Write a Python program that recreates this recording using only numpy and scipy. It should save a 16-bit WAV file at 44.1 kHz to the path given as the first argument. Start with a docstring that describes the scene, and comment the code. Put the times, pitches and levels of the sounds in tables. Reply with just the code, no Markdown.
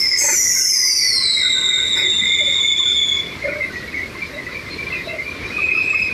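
"""An air cylinder vents in a factory hall, with a hiss and whistles that fall as its pressure sinks.
Far machines drone throughout, and motors whine in flickering bands near 2 kHz for the first half.
Short hoots and two clatters of a machine frame come and go; near the end a rubbing part squeals.
The whistles echo in the hall, and a limiter turns down the loudest moments."""
import sys
import numpy as np
from scipy import signal
from scipy.fft import rfft, irfft, next_fast_len
from scipy.io import wavfile
from scipy.ndimage import uniform_filter1d, map_coordinates

SR = 44100
rng = np.random.default_rng(int(sys.argv[2]) if len(sys.argv) > 2 else 0)


def put_to_file(sound):
    """Save the sound as 16-bit audio at rate SR, in the file named by the first command-line argument."""
    columns = np.atleast_2d(sound).T  # one column per channel
    safe = np.clip(columns, -1, 1)
    whole_steps = np.round(safe * 32767)
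    wavfile.write(sys.argv[1], SR, whole_steps.astype(np.int16))


N = 270333
TIME_S = np.arange(N) / SR


def amp(db):
    """Turn decibels into a gain to multiply by."""
    return 10 ** (np.asarray(db) / 20)


def unit_rms(x):
    """Scale a signal to an average strength (rms) of 1."""
    return x / np.sqrt(np.mean(np.abs(x) ** 2) + 1e-20)


def curve(rows):
    """Join (time_s, value) points with straight lines."""
    return np.interp(TIME_S, *np.transpose(rows))


def gate(rows):
    """1 during a table's time span and 0 outside it, with 10 ms fades."""
    start_s, end_s = rows[0][0], rows[-1][0]
    fade_in = (TIME_S - start_s) * 100 + (start_s == 0)
    fade_out = (end_s - TIME_S) * 100 + .5
    return np.clip(np.minimum(fade_in, fade_out), 0, 1)


def swell(start_s, end_s, level_db, rise_db_per_s, fall_db_per_s):
    """A level in dB that rises until the start, holds, and falls after the end."""
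    before_s, after_s = np.maximum(start_s - TIME_S, 0), np.maximum(TIME_S - end_s, 0)
    return level_db - rise_db_per_s * before_s - fall_db_per_s * after_s


def wander(rate_hz, with_phase=False, size=N):
    """A smooth random wobble of strength 1, with rate_hz new values a second."""
    place = np.cumsum(np.clip(rate_hz, .1, 2500) * np.ones(size) / SR)
    draws = rng.standard_normal((2, 16000))
    wobble = map_coordinates(draws[0], [place], order=2)
    if with_phase:
        wobble = wobble + 1j * map_coordinates(draws[1], [place], order=2)
    return unit_rms(wobble)


def rough_tone(pitch_hz, width_hz, harmonics_db, steady=0.):
    """A tone and its overtones wavering together; more width is noisier, more steady is purer."""
    out = np.zeros(N)
    heard = np.flatnonzero(harmonics_db[0] + out > -75)
    span = slice(heard[0], heard[-1] + 1)
    pitch, width, *levels_db = [(v + out)[span] for v in (pitch_hz, width_hz, *harmonics_db)]
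    waver = steady + wander(width, with_phase=True, size=len(width))
    wave = waver * np.exp(2j * np.pi * np.cumsum(pitch) / SR)
    for k, db in enumerate(levels_db, 1):
        harmonic = wave ** k / np.abs(wave) ** ((k - 1) / 2)
        out[span] += amp(db) * unit_rms(harmonic.real)
    return out


def air_whistle(pitch_hz, base_width_hz, level_db, octave_db):
    """Air sings in a narrow gap; faster air is rougher, and its swirls add a breathy edge."""
    width_hz = base_width_hz * (pitch_hz / 3500) ** 3
    tone = rough_tone(pitch_hz, width_hz, [level_db, level_db + octave_db], steady=.26)
    breath_db = [level_db - 19.5, level_db + octave_db - 8]
    return tone + rough_tone(pitch_hz + .96 * width_hz, 3.7 * width_hz, breath_db)


OPEN_DB_PER_S, CLOSE_DB_PER_S = 900, 193
# The main whistle, sinking with the pressure: time_s, pitch_hz
MAIN_PITCH = [(.19, 6554), (.35, 5993), (.6, 5474), (.9, 4797), (1.05, 4540), (1.2, 4166), (1.32, 3920),
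              (1.55, 3705), (2.2, 3559), (2.95, 3451), (3.2, 3365)]
# The vent's whistles, each at pitch_ratio times the main pitch plus an offset:
# start_s, end_s, level_db, pitch_ratio, offset_hz, base_width_hz, octave_db
WHISTLES = [(.19, 3.12, -18.5, 1, 0, 87, -12.5), (.19, 1.1715, -22.5, 1.03, 1020, 73, -15.5),
            (1.25, 3.19, -21.5, 1.3, -915, 90, -16.5), (1.17, 1.415, -35, 0, 5279.5, 130, -32),
            (.21, 0.57, -34, 0.02, 5049, 160, -30)]
# A rasp between the first two whistles: start_s, end_s, level_db, rise_db_per_s, fall_db_per_s
RASP = (0.52, 1.26, -22.5, 41, 90)


def vent_whistles():
    """One whistle dies as the valve opens; new ones start, and the loudest sink with the pressure."""
    main_hz = curve(MAIN_PITCH)
    main_hz += .018 * (main_hz - 3000) * wander(22.01)   # the glide stumbles, more so when high
    early_hz = np.maximum(5280 - 830 * TIME_S, 2640)
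    out = air_whistle(early_hz, 125, swell(0, .18, -17, 0, 330), octave_db=-29)
    # the overtone an octave up is weaker when the main pitch is very high or low
    loss_db = (4.5 * np.maximum(main_hz - 4400, 0) + 16 * np.maximum(3699 - main_hz, 0)) / 1000
    for start_s, end_s, db, ratio, offset_hz, width_hz, octave_db in WHISTLES:
        level_db = swell(start_s, end_s, db, OPEN_DB_PER_S, CLOSE_DB_PER_S)
        overtone_db = octave_db - loss_db + level_db - db   # it dies twice as fast
        out += air_whistle(ratio * main_hz + offset_hz, width_hz, level_db, overtone_db)
    gap_hz, rasp_db = WHISTLES[1][4], swell(*RASP)
    return out + rough_tone(main_hz + gap_hz / 2, 1.1 * gap_hz, [rasp_db, rasp_db - 27])


def vent_hiss():
    """Escaping air hisses, softer and duller as the pressure sinks, leaving a faint leak."""
    main_hz = curve(MAIN_PITCH)
    start_s, end_s = WHISTLES[0][:2]
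    hiss_db = swell(start_s, end_s, -22, OPEN_DB_PER_S, CLOSE_DB_PER_S)
    hiss_db -= 10 * np.maximum(5450 - main_hz, 0) / 1000
    leak = amp(swell(0, 0, -26, 0, 150)) + amp(-46.5)   # a dying hiss at first, then steady
    bottom_hz, hiss_top_hz, leak_top_hz = 5260, 2.66 * main_hz, 14200
    out, white = 0, rng.standard_normal((2, N))
    for k, low_hz in enumerate(np.geomspace(bottom_hz, 14500, 12)):
        band_filter = signal.butter(2, [low_hz, low_hz * 1.1], "band", fs=SR, output="sos")
        band = signal.sosfilt(band_filter, white[k % 2])
        hiss_share, leak_share = [amp(-40 * np.maximum(np.log2(low_hz / top_hz) + .22, 0))
                                  for top_hz in (hiss_top_hz, leak_top_hz)]
        gain = np.hypot(amp(hiss_db) * hiss_share, leak * leak_share)
        tilt_db = -3 * np.log2(low_hz / bottom_hz)
        out += band * gain * amp(tilt_db + 1.5 * wander(15))
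    return out


# How the motors' whine rises and falls: time_s, level_db
WHINE_LEVEL = [(0, -25), (.2, -24.5), (.28, -18), (.4, -26), (.58, -23), (.64, -35.5), (.7, -25),
               (.97, -32), (1.02, -19.5), (1.34, -29.5), (1.43, -20.5), (1.66, -29.5), (1.72, -20.5),
               (1.92, -26), (1.98, -18), (2.09, -21), (2.17, -35.5), (2.22, -20.5), (2.7, -25), (3.1, -30),
               (3.35, -29.5), (3.4, -43)]
# The pitch of its strongest tone: time_s, pitch_hz
WHINE_PITCH = [(0, 2120), (.4, 2032), (1, 2100), (2, 2075), (2.9, 2217), (3.4, 2180)]


def motor_whine():
    """Motors whine in five close tones that each flicker, fainter away from the centre pitch."""
    level_db, centre_hz = curve(WHINE_LEVEL), curve(WHINE_PITCH)
    out, spacing_hz, width_hz = 0, 95, 85
    for step in (-1, 0, 1, 2, 3):
        tone_db = level_db - 5.3 - 5.6 * abs(step) + 4.36 * wander(32)
        out += rough_tone(centre_hz + step * spacing_hz, width_hz, [tone_db])
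    return gate(WHINE_LEVEL) * out


# The drone's balance from bass to treble: frequency_hz, relative_db
DRONE_COLOUR = [(20, -24), (30, -14), (75, 3.5), (143, -2), (376, -0.5), (626, -8.5), (818, -16.5),
                (1040, -9), (1500, -11.5), (2150, -5.5), (3050, -16), (4210, -12.5), (5360, -19),
                (8000, -35.5), (15200, -73)]
# How loud the drone's noise is: time_s, level_db
DRONE_LEVEL = [(0, -36), (.85, -40.5), (1.6, -34.5), (3.5, -33.5), (6.13, -33)]
# Faint machine hums: pitch_hz, width_hz, level_db
HUMS = [(375.6, 25, -53), (1075, 41, -56)]


def machine_drone():
    """Far machines blend into bands of gently swelling noise and two wavering hums."""
    hz, db = np.transpose(DRONE_COLOUR)
    size = next_fast_len(N)
    grid_hz = np.fft.rfftfreq(size, 1 / SR) + 1
    spectrum = rfft(rng.standard_normal(size)) * amp(np.interp(np.log(grid_hz), np.log(hz), db))
    noise, shared_db = 0, 1.23 * wander(4.206)
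    for octave in np.arange(4, 14.5, .5):
        share = np.clip(1 - 2 * np.abs(np.log2(grid_hz) - octave), 0, 1)
        band = irfft(spectrum * share, size)[:N]
        depth = min(1, (14 - octave) / 2.7)   # the highest bands waver less
        noise += band * amp(depth * (1.48 * wander(12) + shared_db))
    hums = sum(rough_tone(hz, width, [db + 6.37 * wander(9.1)]) for hz, width, db in HUMS)
    return amp(curve(DRONE_LEVEL)) * unit_rms(noise) + hums


# Swarms of faint blips: start_s, end_s, lowest_hz, highest_hz, base_db, count
BLIPS = [(0.27, 3.2, 4900, 11000, -49.5, 230), (0, 6.1, 1400, 3200, -42.5, 95),
         (3.4, 6.1, 1900, 2600, -33, 45), (3.5, 6.1, 3500, 6400, -47.5, 43)]


def scatter_blips():
    """Draw random blips as rows for hoots(); the higher, the fainter."""
    rows = []
    for start_s, end_s, low_hz, high_hz, base_db, count in BLIPS:
        for when, height, strength, length in rng.random((round(count), 4)):
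            onset_s = start_s + (end_s - start_s) * when
            level_db = base_db + 9 * strength - 10 * height
            pitch_hz = low_hz * (high_hz / low_hz) ** height
            rows.append((onset_s, level_db, pitch_hz, .013 + .036 * length))
    return rows


# The louder hoots and squeaks: start_s, level_db, pitch_hz, half_length_s
HOOTS = [(.2, -33, 4440, 0.18), (.548, -34.5, 1550, 0.086), (1.432, -29, 1491, .045),
         (1.539, -34, 1520, .1), (1.658, -33, 1480, .11), (1.765, -30, 1510, .075),
         (2.121, -34, 2740, .039), (2.219, -29, 224, .035), (2.4, -27, 590, .047),
         (2.472, -30.5, 565, 0.041), (2.791, -32, 1070, .044), (3.415, -22, 2130, .068),
         (3.438, -22, 583, 0.094), (3.453, -30, 1810, .036), (3.477, -31.5, 1454, 0.046),
         (3.5, -24.5, 2220, 0.073), (3.547, -33, 576, 0.097), (3.6, -17.5, 2087, 0.055),
         (3.72, -28, 1933, 0.12), (3.94, -23.5, 2197, 0.046), (3.97, -23, 2020, 0.047),
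         (4.015, -25.5, 2175, 0.047), (4.143, -33.5, 1060, .018), (4.15, -33, 2100, .082),
         (4.21, -24, 2326, .044), (4.329, -31.5, 610, .06), (4.33, -36, 3880, .05),
         (4.465, -25, 1990, 0.027), (4.54, -27.5, 2340, 0.063), (4.7, -30.5, 4190, .062),
         (4.78, -25.5, 2343, 0.049), (4.865, -23, 2366, .018), (4.9, -25, 2070, 0.09),
         (4.923, -24, 2630, 0.035), (4.94, -25, 2450, 0.064), (5.06, -29, 636.5, 0.083),
         (5.06, -35, 3930, .049), (5.075, -30, 2660, 0.056), (5.08, -26.5, 2097, 0.064),
         (5.127, -31, 620, 0.07), (5.18, -23.5, 2096, 0.039), (5.25, -27, 2380, .1),
         (5.39, -25, 2243, .032), (5.435, -26, 2385, 0.036), (5.46, -38.5, 3900, 0.035),
         (5.582, -27, 1198, 0.019), (5.69, -22.5, 2150, 0.04), (5.749, -28.5, 1296, .036),
         (5.929, -29.5, 1183, 0.025), (5.93, -25.5, 2170, 0.082), (6.06, -30, 2156, .05),
         (6.09, -26, 2530, .03)]


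def hoots(rows, waver_hz):
    """Short rough tones that swell fast and die away."""
    out = np.zeros(N)
    waver = .75 + .92 * wander(waver_hz, with_phase=True)
    for start_s, db, pitch_hz, half_length_s in rows:
        span = slice(round(start_s * SR), round((start_s + 2 * half_length_s) * SR))
        progress = np.abs(TIME_S[span] - start_s) / (2 * half_length_s)
        loudness = amp(db) * np.abs(np.sin(np.pi * progress ** .38)) ** 1.38
        own_waver = np.roll(waver, round(pitch_hz) * 7)[span]   # each tone wavers in its own way
        out[span] += loudness * (own_waver * np.exp(2j * np.pi * pitch_hz * TIME_S[span])).real
    return out


# Bursts of rattling: start_s, strength_db, time_scale_s, brightness_db
RATTLES = [(0.207, -40, 0.018, -3), (0.235, -35.5, 0.021, -1), (0.275, -35.5, 0.024, -1),
           (0.317, -38, 0.026, -3), (1.951, -41, 0.056, 8)]
# The machine frame's lower ringing notes: pitch_hz, width_hz, relative_db
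FRAME_LOW = [(359, 83, 11.5), (557, 120, 6.5), (902, 100, 8.5), (1237, 130, 1), (1480, 130, 10.5),
             (1797, 220, 11.5), (2450, 200, 14)]
# Its high ringing notes: pitch_hz, width_hz, relative_db
FRAME_HIGH = [(5150, 650, 7), (11000, 2000, -6), (12800, 1500, -19)]


def frame_clatter():
    """Rattling makes a machine frame ring; each lower note answers with its own changing strength."""
    low_shake = high_shake = 1e-9
    for start_s, db, time_scale_s, brightness_db in RATTLES:
        age = np.maximum(TIME_S - start_s, 0) / time_scale_s
        shake = amp(db) * age * np.exp(-age ** 2)
        low_shake += shake
        high_shake += shake * amp(brightness_db)
    low_db, high_db = 20 * np.log10([low_shake, high_shake])
    body = sum(rough_tone(hz, width, [low_db + db + 4.3 * wander(29.09)]) for hz, width, db in FRAME_LOW)
    return body + sum(rough_tone(hz, width, [high_db + db]) for hz, width, db in FRAME_HIGH)


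# The squeal's swell: start_s, end_s, level_db, rise_db_per_s, fall_db_per_s
SQUEAL_SWELL = (5.64, 6, -17, 110, 72)
# How its pitch bends: time_s, pitch_hz
SQUEAL_PITCH = [(5.5, 2462), (5.6, 2515), (5.8, 2553), (6.03, 2550), (6.13, 2480)]
# Its brief overtones: start_s, end_s, level_db, pitch_multiple
FLARES = [(5.78, 5.82, -35.5, 2), (5.96, 6.06, -33, 2), (5.65, 5.68, -52, 3), (5.87, 5.93, -44, 3),
          (5.98, 6.06, -51.5, 3)]


def rubbing_squeal():
    """A rubbing part squeals over a rough band of noise; now and then a thin overtone flares up."""
    pitch_hz, level_db = curve(SQUEAL_PITCH), swell(*SQUEAL_SWELL)
    out = rough_tone(pitch_hz, 140, [level_db], steady=.6)
    out += rough_tone(pitch_hz - 70, 330, [level_db - 7])
    for start_s, end_s, db, multiple in FLARES:
        flare_db = swell(start_s, end_s, db, 299.5, 299.5)
        out += rough_tone(multiple * pitch_hz, 91.2, [flare_db], steady=.7)
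    return gate(SQUEAL_PITCH) * out


def hall_echo(sound):
    """The hall's echo dies away, sooner in the treble; falling whistles leave a smear above them."""
    split_hz, dull_s, bright_s = 6350, .35, .22   # times to fade by 60 dB
    t = np.arange(SR // 2) / SR
    white = rng.standard_normal(len(t))
    dull = signal.sosfilt(signal.butter(4, split_hz, fs=SR, output="sos"), white)
    bright = signal.sosfilt(signal.butter(4, split_hz, "high", fs=SR, output="sos"), white)
    tail = (dull * amp(-60 * t / dull_s) + bright * amp(-60 * t / bright_s)) * (t > .01)
    energy = np.sum(white ** 2 * amp(-120 * t / dull_s))
    return signal.oaconvolve(sound, tail / np.sqrt(energy))[:N]


def scene():
    """Add all the sounds into one channel; only the whistles get an echo."""
    whistles = vent_whistles()
    rows = HOOTS + scatter_blips()
    low_hoots = hoots([row for row in rows if row[2] < 800], waver_hz=115)   # pitch under 800 Hz
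    high_hoots = hoots([row for row in rows if row[2] >= 800], waver_hz=200)
    other_sounds = motor_whine() + rubbing_squeal() + low_hoots + high_hoots
    other_sounds += frame_clatter() + machine_drone()
    return (whistles + amp(-4) * hall_echo(whistles) + vent_hiss() + other_sounds)[None]


def record(dry):
    """A limiter turns down the loudest moments, then a filter cuts the highest treble."""
    threshold_db, cut_share, release_db_per_s, cutoff_hz = -15, .66, 122, 15600
    window = round(.0048 * SR)
    level_db = 10 * np.log10(np.abs(uniform_filter1d(dry ** 2, window)) + 1e-12)
    over_db = np.maximum(level_db - threshold_db, 0)
    release_db = release_db_per_s * TIME_S
    held_db = np.maximum.accumulate(over_db + release_db, axis=1) - release_db   # lets go gradually
    limited = dry * amp(-cut_share * uniform_filter1d(held_db, window))
    return signal.sosfilt(signal.cheby2(14, 70, cutoff_hz, fs=SR, output="sos"), limited)


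dry = scene()
out = record(dry)
put_to_file(out)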